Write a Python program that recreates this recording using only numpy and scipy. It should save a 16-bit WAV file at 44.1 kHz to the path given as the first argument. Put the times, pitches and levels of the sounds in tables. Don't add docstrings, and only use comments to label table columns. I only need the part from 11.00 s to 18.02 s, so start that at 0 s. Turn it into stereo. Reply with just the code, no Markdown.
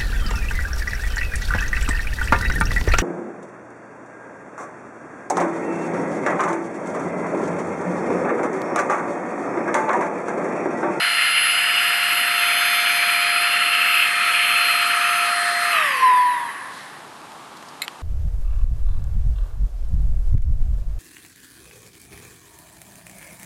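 import sys
import numpy as np
from scipy import signal
from scipy.fft import rfft, irfft, next_fast_len
from scipy.io import wavfile

SR = 44100
rng = np.random.default_rng(int(sys.argv[2]) if len(sys.argv) > 2 else 0)


def store_wav(level_fs):
    pcm = np.round(np.clip(np.atleast_2d(level_fs), -1, 1) * 32767)
    wavfile.write(sys.argv[1], SR, pcm.T.astype(np.int16))


N = 309582
T = np.arange(N) / SR
SWITCH_OFF_S, AIR_STOPS_S = 4.722, 5.97
CUTOFF_HZ = 12950


def from_db(db):
    return 10 ** (np.asarray(db) / 20)


def rms_one(x):
    return x / np.sqrt(np.mean(x ** 2) + 1e-20)


def in_time(rows):
    s, *columns = np.transpose(rows)
    return [np.interp(T, s, column) for column in columns]


def within(start_s, end_s, fade_s):
    outside_s = np.maximum(0, np.maximum(start_s - T, T - end_s))
    return np.exp(-outside_s / fade_s)


def at_hz(points, hz):
    f, value = np.transpose(points)
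    return np.interp(np.log(np.maximum(hz, 1)), np.log(f), value)


def colour(x, points):
    size = next_fast_len(N + 4096)
    hz = np.arange(size // 2 + 1) * SR / size
    return irfft(rfft(x, size) * from_db(at_hz(points, hz)), size)[..., :N]


def without_bass(x, hz):
    return signal.sosfilt(signal.butter(2, hz, "high", fs=SR, output="sos"), x)


def drift(rate_hz):
    step = 40
    r = np.exp(-2 * np.pi * rate_hz * step / SR)
    noise = rng.standard_normal(N // step + 2002)
    slow = signal.lfilter([1], [1, -2 * r, r * r], noise)[2000:]
    return np.interp(np.arange(N) / step, np.arange(len(slow)), rms_one(slow))


def resonate(x, hz, width_hz):
    r = np.exp(-np.pi * width_hz / SR)
    feedback = [1, -2 * r * np.cos(2 * np.pi * hz / SR), r * r]
    return signal.lfilter(np.array([1, 0, -1]) * (1 - r * r) / 2, feedback, x + 1e-18)


def moving_band(hz, width_hz, order):
    lowpass = signal.butter(order, width_hz / 2, fs=SR, output="sos")
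    a, b = signal.sosfilt(lowpass, rng.standard_normal((2, N)))
    phase = 2 * np.pi * np.cumsum(hz) / SR
    return rms_one(a * np.cos(phase) + b * np.sin(phase))


def coasted():
    return np.maximum(T - SWITCH_OFF_S, 0)


def speed_share():
    air_drag, bearing_drag = .337, .981
    return np.exp(-bearing_drag * coasted()) / (1 + air_drag * coasted())


# start_s [s], speed [turns per s]
SPEED = [(0, 699.0), (0.35, 701.2), (0.68, 705.1), (1.3, 703.6), (1.55, 701.8), (1.73, 704.6),
         (2.15, 701.4), (2.7, 704.1), (3.35, 704.4), (3.8, 700.3), (4.0, 702.5), (4.68, 701.2)]


def shaft_speed():
    return in_time(SPEED)[0] * speed_share() * (1 + .0007 * drift(45))


# start_s [s], level_db [dB]
HUM = [(0.0, -42), (0.28, -51.5), (0.7, -44.5), (1.5, -40), (2.4, -38.5), (3.0, -44), (3.5, -42),
       (4.5, -34), (4.72, -36)]
# start_s [s], level_db [dB]
BLADE = [(0.1, -29.5), (0.75, -35), (1.5, -31.5), (2.5, -30.5), (3.1, -34), (3.45, -31.5), (3.67, -26.5),
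         (4.08, -37.5), (4.35, -33), (4.72, -33.5)]
# start_s [s], level_db [dB]
SEVENTH = [(0, -38), (0.8, -35), (1.2, -41), (1.55, -38.5), (2.45, -37), (2.65, -46), (2.95, -39.5),
           (3.3, -61), (3.68, -41), (4.1, -45), (4.7, -45)]
SWELLING = (3, 5, 8, 9, 11, 12, 13, 14, 15, 18)
# level_db [dB], cupped_db [dB gained in cupped hands], fill_db [dB per s as the pad fills]
OVERTONES = [(-35.5, 7.5, -1.6), (-35.5, 1.5, -1.4), (-62.5, 3, 1), (-57, 8.5, -0.044), (-48, -3, -2.5),
             (-54, -2, 1), (-48.5, -4, 0), (-44.5, 9, -2), (-37, -1.5, -0.72), (-54, -3, 1)]
# pitch_hz [Hz], level_db [dB rms]
HOUSING = [(600, -62), (1400, -48), (2700, -49), (3500, -44), (4700, -44), (5400, -51), (6100, -58),
           (7400, -59), (8400, -54)]
# pitch_hz [Hz], level_db [dB rms]
BUZZ = [(3000, -57), (3900, -49), (4700, -59), (6500, -65), (8200, -62), (9150, -54), (9800, -59),
        (10600, -44), (11300, -54), (12000, -61), (12700, -60)]


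def whine(hum_db=5.0, housing_db=1.0, wander_db=3.0, fading_db=2.0, commutator_db=10.0, speed_power=1.33):
    speed, share = shaft_speed(), speed_share()
    angle = 2 * np.pi * np.cumsum(speed) / SR
    hum = from_db(in_time(HUM)[0] + hum_db) * share ** 4.2 * np.sin(angle)
    coasting_db = 20 * np.log10(share ** speed_power / (1 + (0.19 / share) ** 10))

    hollow_hz = in_time(HANDS)[0]
    cupped = (hollow_hz.max() - hollow_hz) / np.ptp(hollow_hz)
    swells = {}
    for k, (level_db, cupped_db, fill_db) in zip(SWELLING, OVERTONES):
        swells[k] = level_db + cupped_db * cupped + fill_db * T + wander_db * drift(2.0)
    swells[6], swells[7] = in_time(BLADE)[0], in_time(SEVENTH)[0]

    powered = within(0, SWITCH_OFF_S, fade_s=0.034)
    out = hum
    for k in range(2, 49):
        response, gain_db = (HOUSING, housing_db) if k <= 13 else (BUZZ, 0)
        lift_db = commutator_db / 2 * (1 if k % 3 == 0 else -1)
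        level_db = at_hz(response, k * speed) + gain_db + lift_db + fading_db * drift(4.3)
        if k in swells:
            level_db += powered * (swells[k] - level_db)
        audible = k * speed < CUTOFF_HZ
        tone = np.sin(k * angle + rng.uniform(0, 2 * np.pi))
        out += from_db(level_db + coasting_db) * audible * tone
    return np.sqrt(2) * out


def blown(modes, flutter_db):
    dulling = 5
    out = 0
    for hz, width_hz, db in modes:
        once = resonate(rng.standard_normal(N), hz, width_hz)
        band = rms_one(resonate(once, hz, width_hz))
        dulling_db = dulling * np.log2(hz / modes[1][0]) * coasted()
        out = out + from_db(db - dulling_db + flutter_db * drift(13.6)) * band
    return out


# pitch_hz [Hz], width_hz [Hz per pass], level_db [dB]
RUSH = [(900, 1520, -10), (1702, 530, -0.5), (1952, 360, -6.5), (2450, 700, -17), (3150, 280, -16.5),
        (3760, 1860, -11.5), (4960, 550, -20.5), (7660, 1800, -20)]
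LOW_HISS = [(8440, 290, -5.5), (9300, 1000, -1)]


def airflow():
    suction_db = in_time(HANDS)[1]
    throttled_db = suction_db.mean() - suction_db
    rush_db = -26 + 0.1 * throttled_db - 17 * coasted()
    hiss_db = -41 + 0.24 * throttled_db - 19 * coasted()
    rush = from_db(rush_db) * blown(RUSH, flutter_db=1.5)
    hiss = from_db(hiss_db) * blown(LOW_HISS, flutter_db=2.23)
    return (rush + hiss) * within(0, AIR_STOPS_S, fade_s=0.13)


# start_s [s], level_db [dB]
SIZZLE = [(0.0, -37), (0.9, -32), (1.15, -30), (1.95, -30), (2.6, -36), (2.98, -30.5), (3.15, -39.5),
          (3.55, -31.5), (4.55, -41), (4.75, -33.5)]


def sizzle(gain_db=-2.5, flutter_db=1.64, speed_power=1.75, full_speed_hz=11300):
    share = speed_share()
    band = moving_band(full_speed_hz * share ** 0.045, width_hz=970, order=2)
    level = from_db(in_time(SIZZLE)[0] + gain_db + flutter_db * drift(25)) * share ** speed_power
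    return level * band * within(0, AIR_STOPS_S, fade_s=0.31)


# [dB of suction, before the gains of its parts]
HANDS = [(0, 2858, -22), (0.7, 2812, -21.5), (1.3, 2776, -23), (1.5, 2400, -22), (2.3, 2377, -23),
         (2.5, 2770, -21.5), (3.01, 2654, -19.5), (3.13, 2470, -25), (3.3, 2460, -22.5),
         (3.43, 2547, -18.5), (3.75, 2530, -22), (4.25, 2550, -25), (4.39, 2570, -32.5), (4.6, 2560, -36),
         (4.76, 2570, -22)]


def intake(peak_db=-2.5, broad_db=-2.0, flutter_db=1.0, gust_db=1.0, broad_hz=2650, counter_share=.4):
    hollow_hz, suction_db = in_time(HANDS)
    peak = from_db(peak_db + flutter_db * drift(4.6)) * moving_band(hollow_hz, width_hz=260, order=2)
    roar_hz = broad_hz - counter_share * (hollow_hz - hollow_hz.mean())
    broad = from_db(broad_db) * moving_band(roar_hz, width_hz=1110, order=4)
    fall_db = 37 * coasted()
    return from_db(suction_db + gust_db * drift(31) - fall_db) * (peak + broad)


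# start_s [s], level_db [dB]
NOZZLE_LEVEL = [(0, -33.5), (1.8, -32), (3.2, -30.5), (3.75, -29), (4.33, -27.5), (4.57, -35),
                (4.77, -24.5), (4.92, -30)]


def nozzle_breath(gain_db=4.5, flutter_db=0.67, start_hz=1380, sag_hz_per_s=18, lowest_hz=1045):
    hz = np.maximum((start_hz - sag_hz_per_s * T) * speed_share() ** .52, lowest_hz)
    level_db = in_time(NOZZLE_LEVEL)[0] - 12.5 * coasted()
    breath = moving_band(hz, width_hz=165, order=2)
    level = from_db(level_db + gain_db + flutter_db * drift(7.9))
    return level * breath * within(0, 5.62, fade_s=0.21)


# pitch_hz [Hz], level_db [dB per Hz]
OUTDOORS = [(25, -28), (50, -19), (80, -13.5), (130, -3), (300, 0), (500, -3.5), (850, 4), (1150, 3),
            (2000, -8), (4000, -11.5), (6000, -17), (9000, -17), (12500, -25)]
# [dB, side re mid]
OUTDOORS_SIDE = [(60, -3), (120, -2), (230, 2), (460, 8.5), (900, -1), (1770, 3.5), (3490, 3), (6860, 3),
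                 (13500, -3)]


def outdoors(mid_db=-41):
    mid, side = colour(rng.standard_normal((2, N)), OUTDOORS)
    side = colour(side, OUTDOORS_SIDE)
    return from_db(mid_db) * np.array([mid + side, mid - side]) / np.std(mid)


def overblow(start_s=4.85, length_s=.75, start_hz=1892, sag_hz=120.5, level_db=-24, fall_db=12.5):
    age = np.clip((T - start_s) / length_s, 0, 2)
    band = moving_band(start_hz - sag_hz * age ** 2, width_hz=350, order=2)
    return from_db(level_db - fall_db * age) * band * within(start_s, start_s + length_s, fade_s=0.2)


# start_s [s], pitch_hz [Hz], level_db [dB rms]
HOOT = [(4.95, 1056, -29), (5.005, 1046, -26), (5.032, 1033, -10.5), (5.13, 998, -13), (5.27, 988, -16.5),
        (5.33, 982, -19.5), (5.39, 970, -27), (5.44, 960, -29), (5.52, 922, -44)]


def nozzle_hoot(octave_db=-26):
    hoot_hz, level_db = in_time(HOOT)
    phase = 2 * np.pi * np.cumsum(hoot_hz * (1 + .006 * drift(50))) / SR
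    waver_db = np.clip(0.27 + 0.042 * (level_db.max() - level_db), 0, 4) * drift(35)
    tone = np.sin(phase) + from_db(octave_db) * np.sin(2 * phase)
    hoot = np.sqrt(2) * from_db(level_db + waver_db) * tone
    return hoot * within(HOOT[0][0], HOOT[-1][0], fade_s=0.013)


# [s, time constant of swell and decay]
TAPS = [(5.7, -36, 3700, 1470, 0.069), (6.216, -35, 900, 900, 0.00073), (6.319, -34, 3000, 2000, 0.00071),
        (6.567, -36, 4500, 3000, .003), (6.625, -28, 800, 600, 0.0015), (6.683, -36, 5100, 1800, .004),
        (6.8808, -18, 2660, 2170, 0.00013), (6.881, -28, 950, 700, .002)]


def taps_and_cap_noise():
    out = np.zeros(N)
    for s, db, hz, width_hz, length_s in TAPS:
        age = np.clip((T - s) / length_s, 0, 20)
        contact = resonate(rng.standard_normal(N) * age * np.exp(-age), hz, width_hz)
        out += from_db(db) * contact / np.abs(contact).max()
    return out


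def strike(hits, modes, scatter_db):
    s, level_db = np.transpose(hits)
    out = np.zeros(N)
    for hz, db, t60 in modes:
        clicks = np.zeros(N)
        clicks[(s * SR).astype(int)] = from_db(level_db + db + rng.normal(0, scatter_db, len(s)))
        r = np.exp(-np.log(1000) / (t60 * SR))
        w = 2 * np.pi * hz / SR
        out += signal.lfilter([0, np.sin(w)], [1, -2 * r * np.cos(w), r * r], clicks + 1e-18)
    return out


# [dB, strength of the contact]
SNAPS = [(6.8188, -20), (6.8198, -22), (6.8212, -22), (6.8227, -19), (6.8305, -29)]
# pitch_hz [Hz], level_db [dB re the contact], t60_s [s]
PLASTIC = [(2200, -1, .018), (2530, -7, .012), (3140, -11, 0.0074), (3770, -10, 0.017), (4100, -7, 0.019),
           (5000, -23, 0.0055), (7400, -8, 0.012), (8550, -6, 0.0028), (10000, -11, 0.0064),
           (11500, -1, 0.004), (12500, -11, .005)]


def nozzle_snaps(count=8, gap_s=0.0027, level_db=-31, fall_db_per_s=220):
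    after_s = gap_s * (np.arange(1, count + 1) + rng.uniform(-.4, .4, count))
    scrape = [(SNAPS[-1][0] + s, level_db - fall_db_per_s * s) for s in after_s]
    return without_bass(strike(list(SNAPS) + scrape, PLASTIC, scatter_db=4.0), hz=1710)


# [dB, strength of the contact]
CAP_CLICK = [(6.8803, -18.5)]
# pitch_hz [Hz], level_db [dB re the contact], t60_s [s]
CAP = [(950, -19, .014), (1900, -11, .004), (2780, 9, 0.0026), (3700, -5, 0.0033), (9500, -18, 0.00058)]


def cap_click():
    return without_bass(strike(CAP_CLICK, CAP, scatter_db=2.0), hz=800)


# pitch_hz [Hz], level_db [dB re the direct sound]
SCATTER = [(1000, -22), (3000, -18), (9000, -14)]


def surroundings(x, decay_s=0.0041, size=4096):
    t = np.arange(size) / SR
    echoes = rng.standard_normal((2, size)) * np.exp(-t / decay_s) * (t > .001)
    echoes /= np.sqrt(np.sum(echoes ** 2, axis=1, keepdims=True))
    scattered = signal.fftconvolve(x[None], echoes, axes=1)[:, :N]
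    return x + colour(scattered, SCATTER)


# [dB, left re right]
PUMP_BALANCE = [(300, -3), (700, -1), (1000, 0), (1350, 1), (1900, -1), (2600, -3.5), (3400, -1.5),
                (4200, 3.5), (6000, 5.5), (8500, 1), (12000, 2)]
# pitch_hz [Hz], lead [radians by which the left leads]
PUMP_PHASE = [(400, .15), (1000, .25), (2300, .35), (4300, .65), (8000, .6), (12000, .65)]


def microphones(pair):
    size = next_fast_len(N + 4096)
    hz = np.arange(size // 2 + 1) * SR / size
    offset = from_db(at_hz(PUMP_BALANCE, hz) / 2) * np.exp(1j * at_hz(PUMP_PHASE, hz) / 2)
    return irfft(rfft(pair, size) * np.array([offset, 1 / offset]), size)[:, :N]


# pitch_hz [Hz], level_db [dB re the direct sound]
SPREAD = [(1000, -20), (2500, -15), (4000, -11), (10000, -9)]


def scene():
    air = airflow() + sizzle() + intake() + nozzle_breath() + overblow() + nozzle_hoot()
    handling = taps_and_cap_noise() + nozzle_snaps() + cap_click()
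    pump = without_bass(whine() + air + handling, hz=150)
    stray = colour(airflow() + sizzle(), SPREAD)
    return microphones(surroundings(pump) + np.array([stray, -stray])) + outdoors()


def record(dry):
    return signal.sosfilt(signal.ellip(10, .2, 80, CUTOFF_HZ, fs=SR, output="sos"), dry)


dry = scene()
out = record(dry)
store_wav(out)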